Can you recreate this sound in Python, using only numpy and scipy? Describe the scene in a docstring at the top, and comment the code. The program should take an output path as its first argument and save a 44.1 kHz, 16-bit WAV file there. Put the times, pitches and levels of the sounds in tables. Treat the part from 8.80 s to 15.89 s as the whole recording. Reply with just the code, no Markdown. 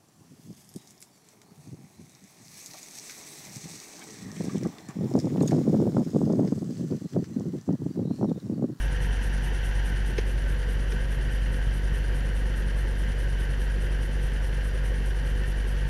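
"""Small piston helicopter idling, heard from the cockpit

A four-cylinder engine throbs as harmonics of its firing rate; noise bursts ring its case and the cabin panels.
Two rotor blades swish overhead in turn, as hiss through a changing delay, over faint hums and gear whines.
The treble softens once, as the head that carries the microphone lifts from the checklist to the horizon.
Something in the cabin clacks once, then ticks: decaying noise bursts over soft damped thuds."""
import sys
import numpy as np
from scipy import signal
from scipy.fft import rfft, irfft, next_fast_len
from scipy.io import wavfile
from scipy.ndimage import map_coordinates

SR = 44100
rng = np.random.default_rng(int(sys.argv[2]) if len(sys.argv) > 2 else 0)


def inscribe(sig):
    """Save sig as 16-bit PCM at rate SR to the path in sys.argv[1].

    A 1-D sig is mono; a 2-D sig holds one channel per row.
    Samples are clipped to [-1, 1] before scaling.
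    """
    pcm = np.round(np.clip(np.atleast_2d(sig).T, -1, 1) * 32767)
    wavfile.write(sys.argv[1], SR, pcm.astype(np.int16))


N = 312669


def amp(db):
    """Level and gain: 20 dB is a factor of ten in amplitude."""
    return 10 ** (np.asarray(db) / 20)


def unit(x):
    """Normalization: scale a signal to rms 1."""
    return x / np.sqrt(np.mean(x ** 2) + 1e-20)


def curves(rows):
    """Linear interpolation: one value per sample for each column after the time."""
    s, *cols = np.transpose(rows)
    return [np.interp(np.arange(N) / SR, s, c) for c in cols]


def wobble(rate):
    """Slow random modulation: a smooth curve through rate random knots a second."""
    knots = rng.standard_normal(int(N * rate / SR) + 4)
    return map_coordinates(knots, [np.arange(N) * rate / SR])


def filtered(x, response):
    """Linear filtering: multiply the spectrum of x by a response of frequency."""
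    size = next_fast_len(N + SR // 2)  # zero padding
    spectrum = rfft(x, size) * response(np.fft.rfftfreq(size, 1 / SR))
    return irfft(spectrum, size)[:N]


def noise(points):
    """Coloured noise: rms 1, its spectrum drawn through (f/Hz, level/dB) points."""
    hz, db = np.transpose(points)

    def colour(f):
        return amp(np.interp(np.log(f + 1), np.log(hz), db))

    return unit(filtered(rng.standard_normal(N), colour))


def ring(drive, modes):
    """Modal resonance: noise shaped by drive shakes each mode independently; rms 1 in all."""
    total = np.zeros(N)
    for hz, width, db in modes:
        b, a = signal.iirpeak(hz, hz / (1.5 * width), SR)  # two passes narrow this to about width
        shaken = drive * rng.standard_normal(N)
        once = signal.lfilter(b, a, shaken)
        total += amp(db) * signal.lfilter(b, a, once)
    return unit(total)


def strokes(cycle, place, rise, fall, scatter_db):
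    """Periodic impulsive excitation: unequal bursts peak at place, rising and falling over parts of a cycle."""
    since = cycle - place + rise + 2
    sizes = amp(scatter_db * rng.standard_normal(1024))
    age = since % 1
    return sizes[since.astype(int)] * np.minimum(age / rise, np.exp(-(age - rise) / fall))


def with_head(bowed, raised):
    """Receiver motion: a value glides from bowed to raised as the head lifts."""
    middle_s, length_s = 1.24, 0.88
    move = np.clip((np.arange(N) / SR - middle_s) / length_s + .5, 0, 1)
    return bowed + (raised - bowed) * np.sin(np.pi / 2 * move) ** 2


def head_gain(bowed_db, raised_db):
    """Position-dependent level: the gain of one part as the head lifts."""
    return amp(with_head(bowed_db, raised_db))


def whines(crank):
    """Periodic meshing and rotation: belts, rotors and gears sound at multiples of crank speed, as belts flex."""
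    # hums of belt, blades and tail rotor, then gear whines [multiple of crank speed]
    whine_multiples = [2.18, 2.394, 2.56, 14.95, 20.5, 30.1, 63, 66.8, 77.8, 110.5]
    # rms of each of these tones [level/dB]
    whine_levels = [-48.5, -52, -47.5, -57, -55, -65, -63.5, -61.5, -62, -69]
    total = np.zeros(N)
    for k, db in zip(whine_multiples, whine_levels):
        phase = k * (crank + 0.01 * wobble(8)) + rng.random()
        wavering = amp(2.8 * wobble(10)) * np.cos(2 * np.pi * phase)
        total += amp(db) * unit(wavering)
    return total


def hub_rush():
    """Turbulence noise: air over the rotor hub gives a steady broadband rush."""
    # colour of the hub's rush [f/Hz, relative level/dB]
    hub_colour = [(3000, -16), (7000, -13), (8200, -9.5), (9000, -2.5), (10500, -5), (12000, -7),
                  (13500, -13), (14400, -23), (15200, -16)]
    return amp(-62.5) * noise(hub_colour)


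def blade(turn, spectrum, place, width, delay_swing_s, dip, lean_db):
    """Doppler effect: a blade's hiss slides in pitch with path length, swells as it nears and dips overhead."""
    angle = (turn - place + .5) % 1 - .5  # turns from overhead
    approach = np.exp(-np.abs(angle / width) ** 3)
    overhead_dip = 1 - dip * np.exp(-(angle / 0.029) ** 2)
    lean = amp(-lean_db * angle / width)  # louder coming than going
    travel = delay_swing_s * SR * np.cos(2 * np.pi * angle)  # changing path length, in samples
    hiss = map_coordinates(noise(spectrum), [np.arange(N) - travel], order=5, mode="mirror")
    return approach * overhead_dip * lean * hiss


def rotor(crank):
    """Amplitude modulation by rotation: two blades of unlike hiss take turns overhead."""
    # colour of the first blade's hiss [f/Hz, relative level/dB]
    first_colour = [(1500, -18), (3000, 7), (4500, -5), (5900, 3.5), (6600, -1), (7800, -3.5), (8900, 6.5),
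                    (10500, 4), (11700, 3.5), (12500, -11), (15000, -28)]
    # colour of the second blade's hiss [f/Hz, relative level/dB]
    second_colour = [(1500, -24), (3000, 0), (4500, -2.5), (6000, 1), (8100, -8.5), (8700, 0.5), (9500, 5),
                     (10100, 0.5), (10800, 2.5), (11400, -11), (12500, -17), (15000, -30)]
    turn = crank * .19952  # belt and gearbox ratio
    lean_db = with_head(bowed=5, raised=2.1)
    first = blade(turn, first_colour, place=0.1915, width=0.16,
                  delay_swing_s=0.00098, dip=0.42, lean_db=lean_db)
    second = blade(turn, second_colour, place=.685, width=.148,
                   delay_swing_s=.00079, dip=0.43, lean_db=lean_db)
    return head_gain(-49.5, -52) * (first + amp(-2.5) * second)


def clack():
    """Impact noise: a hard part snaps home in a few quick contacts, and later ticks once."""
    # contacts [t/s, crack level/dB, boost below 3 kHz/dB]
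    contacts = [(1.3800, -30.5, 12), (1.3832, -33.5, -5), (1.3862, -33.5, 8.5), (1.392, -39, 0),
                (2.1215, -36, -2)]
    # colour of a crack [f/Hz, relative level/dB]
    crack_colour = [(300, -6), (1000, -5), (1850, 4), (2300, 2.5), (3100, 0.5), (4000, -4), (6400, -4),
                    (7600, -35), (11000, -18), (15000, -34)]
    total = np.zeros(N)
    for s, crack_db, body_db in contacts:
        t = np.maximum(np.arange(N) / SR - s, 0)
        crack = amp(crack_db - 60 * t / 0.034)  # falls 60 dB in 34 ms
        tail = amp(crack_db - 21 - 60 * t / 0.11)  # weaker, falls 60 dB in 110 ms
        colour = [(hz, db + body_db * (hz < 3000)) for hz, db in crack_colour]
        total += (t > 0) * (crack + tail) * noise(colour)
    return total


def thud(s, db):
    """Damped oscillation: the mount under the snapping part gives a few soft swings."""
    pitch_hz, rise_s = 422, 0.005  # rise_s: time to full swing
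    t = np.maximum(np.arange(N) / SR - s, 0)
    swing = (t / rise_s * np.exp(1 - t / rise_s)) ** 4
    return amp(db) * swing * np.sin(2 * np.pi * pitch_hz * t)


def engine(crank):
    """Forced resonance: firings puff through the exhaust and, with the valves, rattle case and cabin."""
    # the four firings [place in the cycle/0-1, exhaust level/dB, clatter level/dB]
    cylinders = [(0.198, -5.5, -18), (.455, -4.5, -5.5), (.7, -5.5, -9), (.955, -3.5, 2.5)]
    # resonances of exhaust and cabin air [f/Hz, width/Hz, relative level/dB]
    pipe_modes = [(32.8, 12.4, 3), (55, 30, 0), (101, 18, -5), (129, 35.6, 1), (184.3, 64.4, -4.5),
                  (274, 62, -11)]
    # shell panels shaken by the engine [f/Hz, width/Hz, relative level/dB]
    panel_modes = [(358.7, 82, -0.5), (442, 67, -0.5), (504.8, 34.5, 1), (546, 32, -0.5), (621, 86, -7.5),
                   (1152, 380, -14)]
    # window panes [f/Hz, width/Hz, relative level/dB]
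    pane_modes = [(722.5, 57, -1), (832, 160, -3), (923, 110, -1)]
    # engine case and gearbox [f/Hz, width/Hz, relative level/dB]
    case_modes = [(1433, 176, -7.5), (1532, 53, 0), (1633, 87, 0), (1796, 130, -1.5), (1873, 32, -3.5),
                  (1984, 200, -7), (2307, 470, -12.5), (2710, 115, -9), (2963, 193, -7), (3162, 170, -12.5)]
    # thin fittings [f/Hz, width/Hz, relative level/dB]
    fitting_modes = [(3540, 410, 1), (4250, 370, 0), (4800, 210, 0.5), (5440, 420, -4.5), (7080, 410, -7.5)]
    # a high sizzle in the trim [f/Hz, width/Hz, relative level/dB]
    trim_modes = [(5730, 220, -1), (6160, 420, -6)]
    cycle = crank / 2
    puffs = sum(amp(db) * strokes(cycle, place, rise=.03, fall=0.11, scatter_db=1.8)
                for place, db, _ in cylinders)
    knocks = sum(amp(db) * strokes(cycle, place, rise=0.046, fall=0.085, scatter_db=1.0)
                 for place, _, db in cylinders)
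    valve_cycle = cycle * 2 * len(cylinders)  # two valves a cylinder
    valves = strokes(valve_cycle, place=0.37, rise=0.092, fall=0.47, scatter_db=2.5)
    taps = knocks + .55 * valves
    shudder = strokes(cycle, place=0.578, rise=0.037, fall=.09, scatter_db=0.7)
    # constants added to the drives are steady shaking between bursts
    exhaust_db = -38.5 - 0.2 * np.arange(N) / SR  # softens 0.2 dB a second as the engine settles
    exhaust = amp(exhaust_db) * ring(puffs + 0.16, pipe_modes)
    shell = head_gain(-47.5, -45.4) * ring(shudder + 1.02, panel_modes)
    windows = head_gain(-50.4, -54) * ring(puffs + .9, pane_modes)
    case = head_gain(-42, -44) * amp(0.54 * wobble(18)) * ring(taps + 2.06, case_modes)
    fittings = head_gain(-56.5, -57.5) * ring(taps + 1.7, fitting_modes)
    sizzle = head_gain(-59, -63.5) * ring(taps + 1.3, trim_modes)
    return exhaust + shell + windows + case + fittings + sizzle


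def boom(crank):
    """Harmonic series of a pulse train: two firings a turn, each a steep rise of pressure and a slow fall."""
    # steady exhaust tones [multiple of crank speed]
    tone_multiples = [1, 2, 3, 4, 4.5, 5.5, 6, 8, 10, 11]
    # their strengths [relative level/dB]
    tone_levels = [-20.5, 0, -21, -16.4, -27, -26, -17.5, -27, -29.5, -36]
    # the boom swells for a moment [t/s, length/s, level/dB]
    swells = [(2.88, 0.053, 4), (3.11, .12, 1.8)]
    lope_swing_db, lope_place = 1.05, .74  # unequal cylinders: swing, and where in the cycle (0-1) it peaks
    lag_turns = 0.021  # the boom trails the crank
    belt_per_crank = .183  # laps of the drive belts per crank turn
    tug_db, tug_turns = 0.23, 0.0043  # each lap sways the boom's strength and timing
    t = np.arange(N) / SR
    belt = 2 * np.pi * belt_per_crank * crank
    lope_db = lope_swing_db * np.cos(2 * np.pi * (crank / 2 - lope_place))
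    swell_db = sum(db * np.exp(-(2 * (t - s) / length) ** 2) for s, length, db in swells)
    turns = crank - lag_turns + tug_turns * np.sin(belt) + 0.0032 * wobble(4.5)
    tones = np.zeros(N)
    for k, db in zip(tone_multiples, tone_levels):
        offset = rng.random() * (k % 2 > 0)  # only the firing's own overtones line up
        tones += amp(db + 0.15 * k * wobble(7)) * np.sin(2 * np.pi * (k * turns + offset))
    level_db = -25.2 + lope_db + tug_db * np.cos(belt) + swell_db
    return amp(level_db) * unit(tones)


def scene():
    """Superposition: one crankshaft drives engine, whines and rotor; clack and thuds add to them."""
    # engine speed [t/s, crankshaft speed/rpm]
    speed = [(0.0, 1439.5), (1.5, 1441.0), (3.0, 1444.9), (5.0, 1450.5), (7.09, 1452.4)]
    # soft thuds under the clack and the tick [t/s, level/dB]
    thuds = [(1.383, -19), (2.126, -34)]
    rpm, = curves(speed)
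    crank = np.cumsum(rpm / 60) / SR  # turns
    machine = whines(crank) + hub_rush() + rotor(crank) + engine(crank) + boom(crank)
    return (machine + clack() + sum(thud(s, db) for s, db in thuds))[None]


def record(dry):
    """Band limitation: the microphone's channel passes nothing from its upper limit on."""
    top_hz = 15250
    return filtered(dry[0], lambda hz: hz < top_hz)[None]


dry = scene()
out = record(dry)
inscribe(out)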